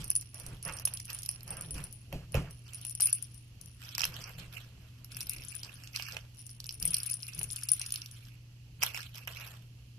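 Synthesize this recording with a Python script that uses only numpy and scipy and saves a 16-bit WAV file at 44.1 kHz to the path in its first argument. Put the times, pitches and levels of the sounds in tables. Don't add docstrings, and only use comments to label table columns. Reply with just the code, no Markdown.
import sys
import numpy as np
from scipy import signal
from scipy.fft import rfft, irfft
from scipy.io import wavfile
from scipy.ndimage import uniform_filter1d

SR = 44100
rng = np.random.default_rng(int(sys.argv[2]) if len(sys.argv) > 2 else 0)


def to_linear_factor(level_db):
    exponent = np.asarray(level_db, float) / 20
    return 10 ** exponent


def persist_wave(psi):
    counts = np.round(np.clip(psi, -1, 1) * 32767).astype(np.int16)
    wavfile.write(sys.argv[1], SR, np.atleast_2d(counts).T)


N = 440118

# frequency in Hz, amplitude in dB.
HUM_PARTIALS = [(119.2, -53), (57, -72.5)]
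# frequency in Hz, density in dB per Hz.
AIR_SPECTRUM = [(20, -23), (45, -4), (100, 1.5), (170, -13.5), (300, -13.5), (500, -29.5), (1000, -38),
                (16000, -32)]
# start in seconds, length in seconds, level in dB.
WEIGHT_SHIFTS = [(0.0, 0.0086, -46), (0.483, 0.044, -52.5), (1.49, 0.17, -52), (1.702, 0.079, -45),
                 (2.14, 0.023, -50), (2.37, 0.042, -47.5), (4.005, 0.14, -54.5), (4.39, 0.083, -52),
                 (5.148, 0.098, -58.5), (5.365, 0.042, -54), (6.855, 0.036, -48.5), (7.39, 0.015, -49.5)]
# start in seconds, peak in dB, 60 dB decay time in seconds.
BED_BUMPS = [
    (0.655, -40, 0.19),
    (2.126, -35, 0.26),
    (2.346, -23, 0.22),
]
# start in seconds, length in seconds, fur level in dB,
# body level relative to the fur in dB.
DRAG_STROKES = [(0.0, 0.0063, -46, -4), (0.345, 0.2, -57, 1), (0.663, 0.016, -51, 13.5),
                (0.752, 0.19, -56.5, 1), (1.094, 0.0048, -41, -10), (1.205, 0.25, -63.5, -1),
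                (1.479, 0.14, -52.5, 2.5), (1.758, 0.025, -45, -1.5), (2.129, 0.0076, -54.5, 7.5),
                (2.349, 0.0086, -51.5, 14.5), (2.665, 0.19, -56, -10), (3.019, 0.028, -42, -33.5),
                (3.103, 0.13, -56, -28), (3.814, 0.13, -45.5, -22), (3.99, 0.064, -40.5, -8),
                (4.122, 0.17, -46, -4.5), (4.386, 0.015, -44.5, -5), (4.53, 0.054, -46, -11.5),
                (4.634, 0.38, -66.5, 3), (5.115, 0.43, -50, -19.5), (5.548, 0.35, -53.5, -17),
                (5.948, 0.17, -41, -22.5), (5.634, 0.023, -49.5, -1), (6.134, 0.026, -54.5, 6),
                (6.633, 0.12, -60.5, -32), (6.824, 0.27, -46, -22), (7.227, 0.21, -49.5, -34),
                (7.5, 0.5, -48.5, -27.5), (8.026, 0.27, -56, -33), (8.822, 0.01, -32, -7.5),
                (8.951, 0.029, -38, -15.5), (9.15, 0.022, -45.5, -9.5), (9.283, 0.22, -46, -5),
                (9.59, 0.035, -96, -20)]
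# start in seconds, peak in dB, low band in dB,
# high band in dB.
CLAW_AND_TEETH_SNAPS = [(0.1029, -37.5, 2, 14), (0.1138, -32, -1.5, -13), (0.8525, -26.5, -4, 13),
                        (0.9721, -30, -8, -5.5), (1.0005, -32.5, 0.5, -23.0), (1.1017, -29.5, -29, -1),
                        (1.2609, -33, -9, 7.5), (1.2901, -26.5, -1.5, -11), (2.127, -38, 13.5, 3.5),
                        (2.3436, -48.5, 28.5, 25), (2.3518, -29.5, 9, -2.5), (2.8499, -45.5, 12, 12),
                        (2.9996, -25.5, 5.5, -10), (3.009, -25.5, -18.5, 11.5), (3.0203, -26.5, -12.5, -4),
                        (3.0301, -28, -3, -8), (3.0699, -27, 0.5, 6), (3.9503, -24, -44, -8), (3.9808, -18.5, 3, -3),
                        (3.994, -21, -1.5, -26), (4.006, -21, 1, -14), (4.0172, -19, 2.5, -12),
                        (4.0352, -27.5, 12, -11), (4.0408, -17, -15.5, -20), (4.0522, -20.5, 4.5, 0),
                        (4.527, -47, -18, 2),
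                        (5.045, -38, 1, 5), (5.169, -37, 8.5, 7), (5.206, -26, -28, -1), (5.2959, -34, -15, 15),
               (5.9606, -21, -40, -34), (5.9969, -37.5, 16.5, -43), (6.023, -28, -7.5, -4.5),
               (6.1672, -32, 14, -16), (6.602, -30.5, -6.5, -5.5), (6.6914, -26.5, -35, -6.5),
               (6.7077, -31, -5, -5), (6.826, -26, -32, 4.5), (6.944, -19.5, -41, -1),
               (6.9678, -28, -26, 7), (7.002, -30, -34, -0.5), (7.0612, -39.5, -12, 13.5),
               (7.096, -31.5, -30, 2), (7.23, -30, -32, -17), (7.687, -27.5, -38, -3),
               (7.7017, -45, 6, -17.5), (7.809, -42.5, 11.5, -6.5), (6.934, -29.5, -1, -3.5),
               (7.921, -38.5, -8, 3.5), (7.9404, -29.5, -22, -2.5), (7.9583, -25, -14.5, -0.5),
               (8.0597, -32.5, -35, -3.5), (8.821, -34, 14, 0), (8.828, -19.5, 10, -15), (8.834, -12, 4, 3),
               (8.863, -42, -2, 24), (8.9458, -27.5, 8.5, -14.5), (8.9744, -28, 6.5, -14),
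               (9.274, -31, 8, 2),
                        (0.0405, -41.5, -7.5, 9), (0.1502, -59, -5, -9.5), (0.209, -63, -6, -4),
                (0.225, -40, 1, -18), (0.38, -42.5, -16, -14.5), (0.401, -46, -8, -9.5),
                (0.626, -46.5, -4, -17), (0.653, -37, -5, -18.5), (0.6868, -40.5, -11, -2),
                (0.6952, -34, 8, -17.5), (0.7726, -38, -15, -9), (0.7866, -30.5, 2, -20),
                (0.797, -34.5, 3, 5), (0.94, -42, -1, -17), (0.8735, -35, 14, -11.5),
                (1.049, -44, -9, -10.5), (1.187, -42, -22, 2), (1.2306, -35.5, -8, -9),
                (1.3245, -43, -3.5, -13), (1.407, -39, -4, -7), (1.431, -45.5, 3, 14),
                (1.622, -45, -13.5, -20), (1.7458, -39.5, -17, -24), (2.6798, -43.5, 3, -19.5),
                (2.737, -47.5, 0.5, 0.5), (2.9106, -49.5, 2.5, -17), (2.9512, -44.5, -4, -12.5),
                (3.1271, -31.5, -9, 6.5), (3.2252, -61, -7, -7), (3.89, -36, -18, -25),
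                (4.2152, -37, -6.5, -15), (4.2399, -32, -4, -29), (4.392, -47, -18, -18),
                (4.399, -43, -35, -26), (5.1186, -38.5, -14.5, -19), (5.1463, -37.5, -24, -4),
                (5.2128, -26.5, -2.5, -18), (5.2302, -45, -13, -5), (5.269, -37, -7, 8),
                (5.3624, -42, 4, -11), (5.3832, -38.5, -2, -12), (5.42, -39.5, 4, -9),
                (5.4364, -37, -13, 1.5), (5.448, -45, -10, -8.5), (5.593, -42, -19, -15.5),
                (5.6323, -29, -27, -19.5), (5.647, -33.5, -3, -19),
                        (5.8363, -36.5, 3, -8), (5.8735, -36.5, -20, -27), (5.933, -45, -23, -15.5),
              (5.9497, -37, -30, -24), (6.068, -44, 9, -19), (6.089, -49, -9, -23), (6.122, -32, -7.5, -19),
              (6.4928, -40, 3, -16), (6.642, -32, -13, -5), (6.658, -36, -6, -6.5), (6.8523, -35, 7, 18),
              (7.033, -34, -21, -2), (7.1321, -31, -7, -7), (7.203, -42, -24, -4), (7.267, -38, -15.5, 5),
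              (7.334, -34, -4.5, -13), (7.389, -36, -17.5, 7), (7.4127, -41.5, 18, -5),
              (7.5026, -32, -27, -13.5), (7.5223, -35, -24, -5.5), (7.565, -31, -17, -11.5),
              (7.6131, -38.5, -11, -1), (7.6326, -34, -17, -13.5), (7.6903, -25.5, -10, 2),
              (7.776, -45, -16, -4), (7.796, -35, -22.5, -6), (7.8153, -26, -29, -11),
              (7.8413, -38.5, -12, -14), (7.862, -30.5, -33, -17), (7.905, -31.5, -17, -1),
              (8.0175, -31, -13, -16), (8.2516, -44, -19, -21), (9.1546, -40, -21, -37),
              (9.1748, -38.5, -21, -31), (9.278, -36, 14.5, -28), (9.3774, -41.5, -13, -19)]
FIBRE_SNAPS = CLAW_AND_TEETH_SNAPS
# start in seconds, peak in dB, lower mode in
# dB, 60 dB decay time in seconds.
PELLET_STRIKES = [(0.0432, -36.5, -10, 0.08), (0.079, -45, 3, 0.045), (0.1030, -13.5, -15.5, 0.014),
                  (0.1138, -38, -16, 0.013), (0.1530, -21.5, -17, 0.082), (0.1622, -21, -27.5, 0.076),
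                  (0.3442, -38.5, -41.5, 0.025), (0.3987, -41, 3, 0.0094), (0.4643, -37, 2.5, 0.011),
                  (0.6275, -38, -9, 0.097), (0.6504, -34, -26, 0.2), (0.679, -38, -11, 0.05),
                  (0.8537, -17, -14, 0.032), (0.9375, -30.5, -8, 0.067), (0.9998, -41, -11, 0.062),
                  (1.1305, -36, -7, 0.18), (1.1475, -36, -23, 0.051), (1.1888, -38.5, -1, 0.031),
                  (1.2331, -37, -25, 0.028), (1.29, -22, -15, 0.03), (1.3128, -40, -8.5, 0.027),
                  (1.5055, -35, 2, 0.072), (1.5689, -45, -1, 0.13), (1.61, -33, -11, 0.038),
                  (1.6216, -43, -9, 0.05), (1.7082, -36.5, -6.5, 0.085), (1.7424, -46, -5, 0.055),
                  (1.8397, -39, -10, 0.11), (1.9265, -47, -6, 0.23),
                  (2.321, -53, -10, 0.025), (2.734, -41, -18, 0.037), (2.7457, -35, -9, 0.072),
                   (2.85, -31, -10, 0.031), (2.867, -38, -16, 0.33), (2.896, -36.5, -29, 0.057),
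                   (2.909, -43, -3, 0.11), (2.9511, -29.5, -38, 0.031), (3.005, -26.5, 3, 0.041),
                   (3.0205, -18, -17, 0.28), (3.0566, -19.5, -21, 0.098), (3.072, -28.5, 2, 0.015),
                   (3.0964, -34, -13, 0.042), (3.129, -16, -13, 0.056), (3.15, -35.5, -3, 0.11),
                   (3.225, -31, -6, 0.046), (3.3448, -61, 3, 0.22), (3.6134, -45, -25, 0.044),
                   (3.659, -55, -24, 0.097), (5.1194, -58, -7, 0.06), (5.207, -45.5, 4, 0.12),
                   (5.2951, -23, -20, 0.0072), (5.334, -31.5, -24, 0.028), (5.484, -38, -30.0, 0.12),
                   (5.5517, -30.5, -35, 0.077), (6.347, -69, -14, 0.062), (6.392, -53, -16, 0.073),
                  (6.466, -43.5, -1.5, 0.046), (6.6664, -35.5, -30, 0.0089), (6.743, -46.5, -6, 0.047),
                   (6.8, -38.5, -12, 0.25), (6.826, -33, 2, 0.021), (6.8533, -24, -1, 0.058),
                   (6.876, -25, -1, 0.049), (6.906, -31.5, -26.5, 0.13), (6.942, -20.5, -0.5, 0.024),
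                   (6.9662, -33, -4, 0.031), (6.983, -32.5, -2.5, 0.045), (7.032, -29.5, -12.5, 0.016),
                   (7.0629, -32.5, -14.5, 0.14), (7.1, -21.5, -17.5, 0.01), (7.1122, -29.5, -12.5, 0.15),
                   (7.1399, -30.5, -7.5, 0.047), (7.2244, -45, -6, 0.24), (7.281, -38.5, -14, 0.045),
                   (7.392, -27.5, -34, 0.018), (7.431, -30.5, -9, 0.12), (7.4408, -30.5, -24, 0.037),
                   (7.511, -31, -28, 0.1), (7.531, -34.5, -33.5, 0.026), (7.561, -31, -16, 0.044),
                   (7.6345, -29.5, -27, 0.035), (7.687, -30, -5, 0.12), (7.717, -14.5, -25.5, 0.05),
                   (7.7340, -21.5, -17, 0.044), (7.7956, -41.5, 12.5, 0.021), (7.9228, -21, -38, 0.0088),
                  (0.2116, -35.5, -8.5, 0.015), (0.7237, -42.5, -9, 0.036), (0.736, -51.5, 13, 0.11),
              (0.7682, -41, -9.5, 0.06), (0.877, -29, -11.5, 0.04), (1.054, -43.5, -23, 0.068),
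              (1.2206, -45, -16.5, 0.032), (1.26, -41, -19, 0.036), (1.4783, -44, -10.5, 0.06),
              (2.509, -50, -0.5, 0.04), (2.8137, -46, -12, 0.066), (5.1675, -36, -13.5, 0.033),
              (5.23, -46, 0.5, 0.04), (5.3096, -39.5, -10.5, 0.058), (5.449, -43, -19.5, 0.039),
              (5.7287, -67, -23, 0.066), (6.371, -65, -29, 0.033), (6.417, -56, -10.5, 0.022),
              (6.5036, -49, -12, 0.028), (6.725, -42, -6, 0.038), (7.3474, -42, -3, 0.055),
              (7.379, -47.5, -11, 0.04), (7.415, -38, -9, 0.037), (7.589, -44, -19, 0.0395),
              (7.7654, -46, -16, 0.03), (7.8145, -38, -10, 0.083), (7.8644, -39.5, -9, 0.089),
              (7.9402, -31, -24, 0.05), (8.113, -51, -26.5, 0.047)]
STRIKES = sorted(PELLET_STRIKES)
# frequency in Hz, level in dB, share of the strike's decay time.
SHELL_MODES = [(9825, -5, 0.96), (9837, -13, 0.23), (9780, -9, 0.98), (12250, -33.5, 0.42),
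               (5680, -32.5, 0.279)]
LOWER_MODE_HZ = 8808
# time in seconds, left minus right in dB.
SLOT_DIRECTION = [(0.0, -2), (0.84, -9.5), (1.1, 0), (1.35, -5), (1.96, 3), (2.73, -3), (2.89, 3),
                  (3.27, 4.5), (5.21, 10), (5.35, 23), (6.3, 2), (6.96, 5), (7.2, 10), (7.96, 2.5)]
# frequency in Hz, left in dB, right in dB.
PORT_RESPONSES = [(150, 3, 3.5), (436.5, 0.5, 0), (950, 2, 2.5), (1477, -1, -1.5), (2350, 0.5, 11),
                  (2670, 5.5, 17), (3103, 2.5, 14.5), (3810, 5, 2.5), (4200, 5.5, 10), (6145, 4, 4),
                  (8490, -1, -2.5), (9430, 1, -0.5), (13030, 2, 3.5), (12850, -5, -4.5), (16200, -23, -28)]


def level(x, db):
    return x * to_linear_factor(db) / np.sqrt(np.mean(x ** 2))


def curves(table):
    s, *columns = np.transpose(table)
    return [np.interp(np.arange(N) / SR, s, c) for c in columns]


def colour(x, hz, db):
    f = np.maximum(np.arange(N // 2 + 1) * SR / N, 1)
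    return irfft(rfft(x) * to_linear_factor(np.interp(np.log(f), np.log(hz), db)), N)


def band(x, lo_hz, hi_hz):
    return signal.sosfilt(signal.butter(2, [lo_hz, hi_hz], "band", fs=SR, output="sos"), x)


def sides(pan_db):
    return np.sqrt(2 / (1 + to_linear_factor(2 * np.array([[-1], [1]]) * pan_db)))


def walk(rate):
    hold = int(SR / rate)
    steps = rng.standard_normal(N // hold + 1)
    return uniform_filter1d(np.repeat(steps, hold), hold)[:N]


def grains(rate, spread_db, tail_s):
    size = (rng.random(N) < rate / SR) * to_linear_factor(spread_db * np.minimum(rng.exponential(size=N), 5))
    envelope = signal.lfilter([1], [1, -np.exp(-1 / (tail_s * SR))], size)
    return level(envelope * (rng.standard_normal(N) + 2.07 * rng.standard_normal((2, N))), 0)


def swells(s, length_s, db, rise_db_s, fall_db_s, rest_db):
    t = np.arange(0, N, 64)[:, None] / SR
    rise = rise_db_s * np.maximum(s - t, 0)
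    fall = fall_db_s * np.maximum(t - s - length_s, 0)
    power = np.sum(to_linear_factor(db - rise - fall) ** 2, axis=1) + to_linear_factor(rest_db) ** 2
    return np.interp(np.arange(N) / SR, t[:, 0], np.sqrt(power))


def add(out, s, sound):
    i = int(s * SR)
    out[:, i:i + sound.shape[-1]] += sound[..., :N - i]


def room():
    t = np.arange(N) / SR
    hum = sum(to_linear_factor(db + walk(2.6)) * np.sin(2 * np.pi * hz * t) for hz, db in HUM_PARTIALS)
    hz, db = np.transpose(AIR_SPECTRUM)
    shared = colour(rng.standard_normal(N), [250, 1000], [0, -20])
    own = colour(rng.standard_normal((2, N)), [60, 250, 1000], [-20, -8, 0])
    return hum + to_linear_factor(walk(1.7)) * level(colour(shared + own, hz, db), -60.5)


def bed():
    push = rng.standard_normal(N) + 0.086 * rng.standard_normal((2, N))
    boom = colour(push, [20, 50, 100, 163, 200, 500, 1500], [-6, 1, -5.5, 1, -14, -18.5, -42])
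    boom = level(boom, 0)
    gain = swells(*np.transpose(WEIGHT_SHIFTS), rise_db_s=172.5, fall_db_s=112.5, rest_db=-66.5)
    out = gain * to_linear_factor(2.2 * walk(16)) * boom
    knock = band(boom, 500, 940) + to_linear_factor(-29) * band(push, 2400, 2700)
    knock_db, knock_t60_share = 9.5, 0.36
    t = np.arange(SR // 3) / SR
    for s, db, t60 in BED_BUMPS:
        now = slice(int(s * SR), int(s * SR) + len(t))
        add(out, s, to_linear_factor(db - 60 * t / t60) * (1 - np.exp(-t / 0.011)) * boom[:, now])
        add(out, s, to_linear_factor(db + knock_db - 60 * t / (knock_t60_share * t60)) * knock[:, now])
    return out


def drag():
    s, length_s, db, body_db = np.transpose(DRAG_STROKES)
    rise_db_s, fall_db_s, stir_db, stir_body_db = 904, 160, -63.5, -8.5
    fur_gain = swells(s, length_s, db, rise_db_s, fall_db_s, -np.inf)
    body_gain = swells(s, length_s, db + body_db, rise_db_s, fall_db_s, stir_db + stir_body_db)

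    brush = to_linear_factor(-1.5 + 3 * walk(60)) * colour(rng.standard_normal((2, N)), [3000, 12000], [0, -6])
    fibres = grains(400, 2.6, 0.0014) + brush
    fur = 0
    for k in range(6):
        fur = fur + to_linear_factor(2.9 * walk(50) - 0.44 * k) * band(fibres, 1300 * 1.5 ** k, 1950 * 1.5 ** k)

    cloth = grains(500, 2.5, 0.006) + to_linear_factor(3 * walk(18)) * rng.standard_normal(N)
    shove = sum(to_linear_factor(3 * walk(35)) * band(cloth, *edges) for edges in ((430, 1000), (850, 1600)))
    stir = level(band(rng.standard_normal((2, N)), 1100, 10000), stir_db - 10.5)
    return stir + fur_gain * level(fur, -8) + body_gain * level(shove, -7.5)


def snaps():
    out = np.zeros((2, N))
    t = np.arange(SR // 30) / SR
    fade = (1 - np.exp(-t / 0.00027)) * (np.exp(-t / 0.0015) + 0.038 * np.exp(-t / 0.014))
    count = len(FIBRE_SNAPS)
    noise = rng.standard_normal((count, len(t))) + 1.25 * rng.standard_normal((2, count, len(t)))
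    burst = noise * fade
    low, mid, high = band(burst, 700, 3670), band(burst, 3600, 9560), band(burst, 10300, 12960)
    mid = mid + to_linear_factor(3 + 6 * np.tanh(noise[0, :, :1])) * band(burst, 4900, 6000)
    low, mid, high = (x / np.abs(x).max(axis=(0, 2), keepdims=True) for x in (low, mid, high))
    for k, (s, db, low_db, high_db) in enumerate(FIBRE_SNAPS):
        crack = to_linear_factor(low_db - 9) * low[:, k] + mid[:, k] + to_linear_factor(high_db - 1) * high[:, k]
        add(out, s, to_linear_factor(db - 1.5) * crack)
    return out * sides(-0.54)


def patter():
    times, peaks_db = np.transpose(STRIKES)[:2]
    gain = swells(times, 0, -63 + 0.2 * (peaks_db + 17), rise_db_s=1500, fall_db_s=150, rest_db=-108)
    impacts = grains(200, 2.4, 0.0001)
    out = np.zeros((2, N))
    modes = ((SHELL_MODES[0][0], 0, 0.03), (SHELL_MODES[2][0], -2, 0.03),
             (LOWER_MODE_HZ, -13, 0.03), (SHELL_MODES[-1][0], -9, 0.012))
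    for hz, db, t60 in modes:
        pole = np.exp(2j * np.pi * hz / SR - np.log(1000) / (t60 * SR))
        out += gain * to_linear_factor(db) * level(signal.lfilter([1], [1, -pole], impacts).imag, 10)
    return out


def bell():
    pan_db, = curves(SLOT_DIRECTION)
    out = patter()
    chance = rng.standard_normal((len(STRIKES), 4, len(SHELL_MODES) + 1, 1))
    ends = [row[0] for row in STRIKES[1:]] + [N / SR]
    t = np.arange(SR // 50) / SR
    clicks = band(rng.standard_normal((len(STRIKES), 2, len(t))) * np.exp(-t / 0.0013), 6700, 14000)
    for (s, db, lower_db, t60), end, click, luck in zip(STRIKES, ends, clicks, chance):
        detune, mix, turn, lag = luck
        t = np.arange(int(SR * min(end - s + 0.03, 0.2))) / SR
        modes = SHELL_MODES + [(LOWER_MODE_HZ, lower_db, 0.9)]
        hz, mode_db, share = np.transpose(modes)[:, :, None]
        varied_db = mode_db + 1.9 * mix * (mode_db < -5)
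        fade = to_linear_factor(varied_db - 60 * t / (share * np.clip(t60, 0.01, 0.3)))
        phase = 2 * np.pi * hz * (1 + 0.0027 * detune) * t + 0.87 * turn
        skew = 1.05 * np.tanh(lag)
        ring = np.array([np.sum(fade * np.sin(phase + side * skew), axis=0) for side in (1, -1)])
        ring *= (1 - np.exp(-t / 0.00015)) ** 2 * (0.74 + 0.5 * np.exp(-t / 0.0016))
        ring *= np.exp(-np.maximum(t - (end - s), 0) / 0.0072)
        add(out, s, to_linear_factor(db + 5.5) * ring)
        add(out, s, to_linear_factor(0.49 * db - 13) * click)
    return out * sides(pan_db)


def apart(x):
    return np.array([x[0], np.roll(x[1], 6)])


def scene():
    far = apart(room() + bed())
    near = drag() + snaps() + bell()
    t = np.arange(SR // 5) / SR
    walls = rng.standard_normal((2, len(t))) * to_linear_factor(-35.5 - 60 * t / 0.15) * (t > 0.003)
    echo = signal.fftconvolve(near.mean(axis=0)[None], walls, axes=1)[:, :N]
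    return far + near + echo


def thin_faint(x, size, spread, axis, gate_db, top_hz, quiet_db):
    hz, _, z = signal.stft(x.astype(np.float32), SR, nperseg=size)
    hz = hz[:, None]
    local = np.sqrt(np.abs(uniform_filter1d(np.abs(z) ** 2, size=1 + size // 90, axis=1)))
    around = uniform_filter1d(local, size=spread, axis=axis)
    keep = (local > np.maximum(around * to_linear_factor(gate_db), to_linear_factor(quiet_db))) | (hz < 3200)
    keep &= (local > around * to_linear_factor(7.5)) | (hz < top_hz)
    thinned = z * np.maximum(keep, np.float32(0.003))
    return signal.istft(thinned, SR, nperseg=size)[1][:, :N].astype(float)


def top_cut(x):
    return signal.sosfilt(signal.butter(12, 16100, fs=SR, output="sos"), x)


def record(dry):
    hz, *ports = np.transpose(PORT_RESPONSES)
    heard = np.array([colour(x, hz, db) for x, db in zip(dry, ports)])
    heard = thin_faint(heard, size=1024, spread=110, axis=1, gate_db=-6.1, top_hz=SR, quiet_db=-97.5)
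    heard = thin_faint(heard, size=512, spread=9, axis=2, gate_db=-9.5, top_hz=13100, quiet_db=-np.inf)
    return top_cut(heard)


dry = scene()
out = record(dry)
persist_wave(out)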